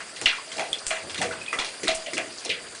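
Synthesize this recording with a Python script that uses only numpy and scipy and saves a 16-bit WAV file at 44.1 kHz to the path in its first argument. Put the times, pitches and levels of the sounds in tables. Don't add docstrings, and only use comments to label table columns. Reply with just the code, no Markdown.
import sys
import numpy as np
from scipy import signal
from scipy.fft import rfft, irfft, next_fast_len
from scipy.io import wavfile
from scipy.ndimage import uniform_filter1d

SR = 44100
rng = np.random.default_rng(int(sys.argv[2]) if len(sys.argv) > 2 else 0)


def inscribe(sig):
    pcm = np.round(np.clip(np.atleast_2d(sig).T, -1, 1) * 32767)
    wavfile.write(sys.argv[1], SR, pcm.astype(np.int16))


N = 123479


def amp(db):
    return 10 ** (np.asarray(db) / 20)


def unit(x):
    return x / np.sqrt(np.mean(x ** 2) + 1e-20)


def along(points, hz):
    f, v = np.transpose(points)
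    return np.interp(np.log(hz + 1), np.log(f + 1), v)


def curve(rows):
    s, v = np.transpose(rows)
    return np.interp(np.arange(N) / SR, s, v)


def filtered(x, response):
    m = next_fast_len(len(x) + 8192)
    return irfft(rfft(x, m) * response(np.fft.rfftfreq(m, 1 / SR)), m)[:len(x)]


def bell(centre_hz, octaves):
    return lambda hz: np.exp(-.5 * (np.log2((hz + 1) / centre_hz) / octaves) ** 2)


def add(out, s, x):
    i = max(round(s * SR), 0)
    out[i:i + len(x)] += x[:len(out) - i]


def grains(s, hz, size, cycles, size_out):
    t = np.arange(320) / SR
    u = t * hz[:, None]
    decay = np.exp(-np.log(30) * u / cycles)
    g = size[:, None] * np.sin(2 * np.pi * u) * decay * (1 - np.exp(-u))
    at = np.round(s * SR).astype(int)[:, None] + np.arange(len(t))
    return np.bincount(at.ravel(), g.ravel(), size_out + SR)[:size_out]


# frequency in Hz, relative density in dB per Hz.
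STREAM_SPECTRUM = [(15, -45), (25, -10), (128, -2.5), (367, 5), (638, 6), (862, 0.5), (1700, 4),
                   (4190, -1.5), (4760, 7), (5390, -4.5), (8690, 0.5), (10100, -1), (13100, -67),
                   (22000, -120)]
# time in seconds, rms level of the hiss in dB.
STREAM_LEVEL = [(0.0, -41.5), (1.73, -40.5), (2.8, -42)]
PATCHY_DB = 2.2
FIZZ_PER_S, FIZZ_HZ, FIZZ_SPAN_OCT = 150, 3800, 0.745 * 3.61
FIZZ_DB = -18.5


def trickle():
    z = signal.stft(rng.standard_normal(N), nperseg=512)[2]
    patches = uniform_filter1d(rng.standard_normal(z.shape), size=12, axis=0)
    patches = uniform_filter1d(patches, size=5, axis=1)
    hiss = signal.istft(z * amp(PATCHY_DB * unit(patches)), nperseg=512)[1][:N]
    hiss = unit(filtered(hiss, lambda hz: amp(along(STREAM_SPECTRUM, hz))))

    count = int(FIZZ_PER_S * N / SR)
    when, where, luck = rng.random((count, 3)).T
    hz = FIZZ_HZ * 2 ** (FIZZ_SPAN_OCT * (where - .5))
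    size = amp(-4 * np.log(luck + 0.01))
    fizz = grains(when * N / SR, hz, size, 21, N)
    return amp(curve(STREAM_LEVEL)) * (hiss + amp(FIZZ_DB) * unit(fizz))


# frequency in Hz, t60 in seconds.
ROOM_DECAY = [(1400, 0.24), (9700, 0.031)]
ROOM_DB = -8


def room(x, count):
    hz, t, z = signal.stft(rng.standard_normal(count), SR, nperseg=256)
    fade = amp(-60 * t / along(ROOM_DECAY, hz)[:, None])
    tail = signal.istft(z * fade, SR, nperseg=256)[1]
    wet = amp(ROOM_DB) * signal.fftconvolve(np.pad(x, (130, 0)), tail / np.linalg.norm(tail))
    return wet + np.pad(x, (0, len(wet) - len(x)))


POP_RISE, POP_GLIDE = 0.44, 0.0074


def burst(hz, cycles):
    u = np.arange(1024) / SR * hz / cycles
    v = u / POP_RISE
    swell = v ** 2 * np.exp(2 * (1 - v))
    return swell * np.sin(2 * np.pi * cycles * u * (1 + POP_GLIDE * (u - .5)))


DROPS_PER_SMACK, DROP_CYCLES = 600, 10.2
DROP_SIZE_DB = 1.4
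TREBLE_GROWS = 0.2
SPRAY_RISE_S = 0.00033


def spray(hz, octaves, t60, sag):
    r = rng.standard_normal(DROPS_PER_SMACK)
    boost = np.minimum(rng.exponential(size=DROPS_PER_SMACK), 4)
    at = rng.random(DROPS_PER_SMACK) * np.clip(t60, .03, .6) * .7
    pitch = np.clip(hz * 2 ** (octaves * r - sag * at), 500, 10500)
    life = max(t60, .03)
    size = amp(DROP_SIZE_DB * boost - 60 * at / life) * pitch ** TREBLE_GROWS
    size *= 1 - np.exp(-at / SPRAY_RISE_S)
    x = grains(at, pitch, size, DROP_CYCLES, SR // 2)
    return x / np.sqrt(np.mean(x ** 2) * len(x) / SR / life * np.log(1e6))


HOLLOW_PITCHES = [2040, 2410, 2765, 3336, 4120]
HOLLOW_WIDE_HZ, HOLLOW_DB = 120, 2


def hollow(hz):
    damping = 1j * hz * HOLLOW_WIDE_HZ
    return 1 + amp(HOLLOW_DB) * sum(damping / (c * c - hz * hz + damping) for c in HOLLOW_PITCHES)


# cue in seconds (sound begins 1 ms before), level in dB, pop pitch in Hz,
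# pop length in cycles, spray against the pop in dB, spray spread in octaves, spray t60 in seconds,
# fine mist against the pop in dB.
TONGUE_SMACKS = [(0.0044, -32, 1610, 5.5, -3.5, 0.6, 0.18, -13),
                 (0.163, -32, 4700, 5.3, -6.5, 0.66, 0.19, -30),
                 (0.2156, -21, 2700, 1.9, -17, 0.73, 0.11, -13),
                 (0.2589, -8.5, 2910, 11, -12, 0.51, 0.33, -27),
                 (0.5185, -27.5, 3120, 6.7, -12, 0.77, 0.22, -10.5),
                 (0.569, -30, 4800, 8.5, -24, 0.64, 0.16, -7),
                 (0.582, -31, 2290, 4.4, -4.5, 0.54, 0.16, -26),
                 (0.5962, -19.5, 2300, 6.1, -12, 0.72, 0.29, -18.5),
                 (0.7312, -12, 3390, 10.2, -25.5, 0.43, 0.21, -34),
                 (0.787, -29.5, 5100, 5, -8, 0.22, 0.092, -28),
                 (0.868, -15, 8250, 5.9, -14, 0.18, 0.32, -22),
                 (0.9059, -21, 2370, 14, -6, 0.68, 0.29, -19),
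                 (0.9624, -29, 1860, 5.1, -6.5, 0.43, 0.23, -41),
                 (1.0971, -29.5, 3400, 5.5, -9.5, 0.83, 0.3, -10.5),
                 (1.1465, -25, 3620, 2.4, -9.5, 0.74, 0.22, -40),
                 (1.179, -27, 3730, 15, -7.5, 0.77, 0.26, -9),
                 (1.2169, -16, 1985, 4.7, -12, 0.49, 0.29, -13.5),
                 (1.311, -26, 1460, 6.5, -8, 0.7, 0.35, -23),
                 (1.4131, -30.5, 2524, 30, -23, 0.49, 0.66, -26),
                 (1.4636, -27.5, 3340, 9.1, -16.5, 0.38, 0.28, -44),
                 (1.4793, -24, 2496, 34, -40, 0.17, 0.25, -29),
                 (1.5294, -21, 1986, 10.5, -10.5, 0.3, 0.23, -16),
                 (1.5893, -16.5, 3420, 9, -12, 0.63, 0.36, -18),
                 (1.648, -21.5, 5380, 4, -14, 0.58, 0.24, -31),
                 (1.833, -28.5, 2060, 8.2, -8, 0.415, 0.25, -4),
                 (1.8733, -27, 2105, 7.5, 0, 0.75, 0.27, -14),
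                 (1.8821, -9.5, 3790, 6.1, -17.5, 0.53, 0.32, -22),
                 (1.9482, -22.5, 8300, 12, -7, 0.31, 0.15, -42),
                 (2.063, -28, 3030, 9.1, -9, 0.51, 0.24, -29),
                 (2.135, -23, 2150, 3.7, -18, 0.55, 0.14, -9.5),
                 (2.1694, -26.5, 2760, 8.3, -5, 0.66, 0.14, -25),
                 (2.1814, -16, 2275, 4.3, -16, 0.47, 0.33, -26),
                 (2.3796, -30.5, 6070, 6, -9.5, 0.39, 0.44, -30),
                 (2.4506, -21, 5410, 5.6, -11.5, 0.63, 0.2, -33.5),
                 (2.494, -31.5, 3780, 5, 1.5, 0.39, 0.2, -25),
                 (2.4988, -20, 2710, 6.4, -8.5, 0.33, 0.26, -23),
                 (2.7492, -36.5, 1600, 4.1, -11, 0.51, 0.26, -4)]
SAG_OCT_PER_S = 1.58
MIST_HZ, MIST_OCT, MIST_T60_S = 6620, 0.39, 0.24
SLAP_S, SLAP_DB = 0.00025, 17.5


def smacks():
    out = np.zeros(N)
    for s, db, hz, cycles, spray_db, octaves, t60, mist_db in TONGUE_SMACKS:
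        pop = burst(hz, cycles)
        fade = np.exp(-np.arange(len(pop)) / SR / SLAP_S)
        pop += amp(SLAP_DB) / cycles * rng.standard_normal(len(pop)) * fade
        drops = amp(spray_db) * spray(hz, octaves, t60, SAG_OCT_PER_S)
        drops += amp(mist_db) * spray(MIST_HZ, MIST_OCT, MIST_T60_S, 0)
        add(out, s - .001, amp(db) * filtered(drops, hollow))
        add(out, s - .001, amp(db) * room(pop, count=SR // 3))
    return filtered(out, lambda f: f ** 2 / (f ** 2 + 400 ** 2))


# frequency in Hz, level in dB, t60 in seconds.
TUB_MODES = [(192, -12, .3), (350, -12, .3), (481, -13, .28), (647, -7, .42), (711, -15, .3),
             (770, -19, .25)]
# cue in seconds (sound begins 3 ms before), level in dB, centre in Hz,
# width in octaves, gulp t60 in seconds, drive of the tub ring in dB.
LOW_SLOSHES = [(0.213, -18.5, 370, 1, 0.28, -20), (0.259, -28, 933, 0.22, 0.53, 11),
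               (0.475, -49, 630, 0.11, 0.26, 13.5), (0.566, -24, 557, 0.6, 1, -1.5),
               (0.586, -11.5, 732, 0.22, 0.28, -13.5), (0.911, -26.5, 754, 0.55, 0.47, 8.5),
               (1.03, -28.5, 360, 0.9, 1, -4), (1.177, -24, 226, 1, 1, -3),
               (1.208, -10, 694, 0.23, 0.25, -12.5), (1.244, -18.5, 463, 0.2, 0.34, 0),
               (1.299, -21, 484, 0.3, 0.12, -4), (1.53, -22.5, 530, 0.82, 0.79, -5),
               (1.589, -16, 890, 0.25, 0.24, -5), (1.835, -13, 338, 0.5, 0.18, -4),
               (1.886, -16, 686, 0.055, 0.34, 1.5), (2.068, -20, 630, 0.15, 0.25, -13),
               (2.133, -21, 333, 0.42, 0.63, 0), (2.18, -17, 650, 0.25, 0.3, -10),
               (2.452, -18, 500, 0.6, 0.15, -12), (2.493, -15, 466, 0.12, 0.2, -7)]
SLOSH_RISE_S, RING_RISE_S = 0.0073, 0.0013
REACH_OCT = 0.26
SKIRT_DB = -14.5


def sloshes():
    out, t = np.zeros(N), np.arange(SR // 2) / SR
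    for s, db, hz, octaves, t60, ring_db in LOW_SLOSHES:
        def body(f):
            return bell(hz, octaves)(f) + amp(SKIRT_DB) * bell(hz / 2, 1)(f)
        gulp = unit(filtered(rng.standard_normal(len(t)), body))
        gulp *= (1 - np.exp(-t / SLOSH_RISE_S)) * amp(-60 * t / t60 - 13.5)

        ring = np.zeros(len(t))
        for f, level, life in TUB_MODES:
            a, b = rng.standard_normal(2)
            strength = amp(level + 0.5 * a - 60 * t / life) * bell(hz, REACH_OCT)(f)
            ring += strength * np.sin(2 * np.pi * f * t + 3 * b)
        ring *= 1 - np.exp(-t / RING_RISE_S)
        add(out, s - .003, amp(db) * (gulp + amp(ring_db) * ring))
    return out


# start in seconds, level in dB.
FLOOR_THUMPS = [(0.257, -29.5), (0.868, -33.5), (1.592, -34.5), (1.886, -33), (1.951, -35)]
THUMP_S = 0.023


def thumps():
    out, u = np.zeros(N), np.arange(SR // 5) / SR / THUMP_S
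    for s, db in FLOOR_THUMPS:
        add(out, s, amp(db) * (1 - np.exp(-8 * u)) * (1 - u) * np.exp(-u))
    return out


# start in seconds, level in dB, pitch in Hz.
BUBBLE_POPS = [(0.262, -9, 3200), (0.2785, -10, 2700), (0.312, -23, 2540), (0.331, -23.5, 1380),
               (0.298, -15, 2660), (0.384, -29.5, 1070), (0.519, -33, 2080), (0.631, -27, 2400),
               (1.243, -24, 1880), (1.529, -20.5, 1240), (1.585, -21.5, 1335), (2.1802, -21.5, 2730),
               (2.501, -15.5, 4030), (2.514, -14.5, 2900), (2.582, -30.5, 1850)]
BUBBLE_CYCLES = 5.2


def bubbles():
    out = np.zeros(N)
    for s, db, hz in BUBBLE_POPS:
        add(out, s, amp(db) * room(burst(hz, BUBBLE_CYCLES), count=SR // 3))
    return out


# start in seconds, end in seconds, level in dB.
PASSING_RUMBLE = (1.01, 1.4, -56)


def rumble():
    start, end, db = PASSING_RUMBLE
    gate = np.interp(np.arange(N) / SR, [start, start + .02, end - .02, end], [0, 1, 1, 0])
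    return amp(db) * gate * unit(filtered(rng.standard_normal(N), bell(90, 0.13)))


def scene():
    return (trickle() + smacks() + sloshes() + thumps() + bubbles() + rumble())[None]


TOP_HZ = 10150


def record(dry):
    return filtered(dry[0], lambda hz: 1 / (1 + (hz / TOP_HZ) ** 200))[None]


dry = scene()
out = record(dry)
inscribe(out)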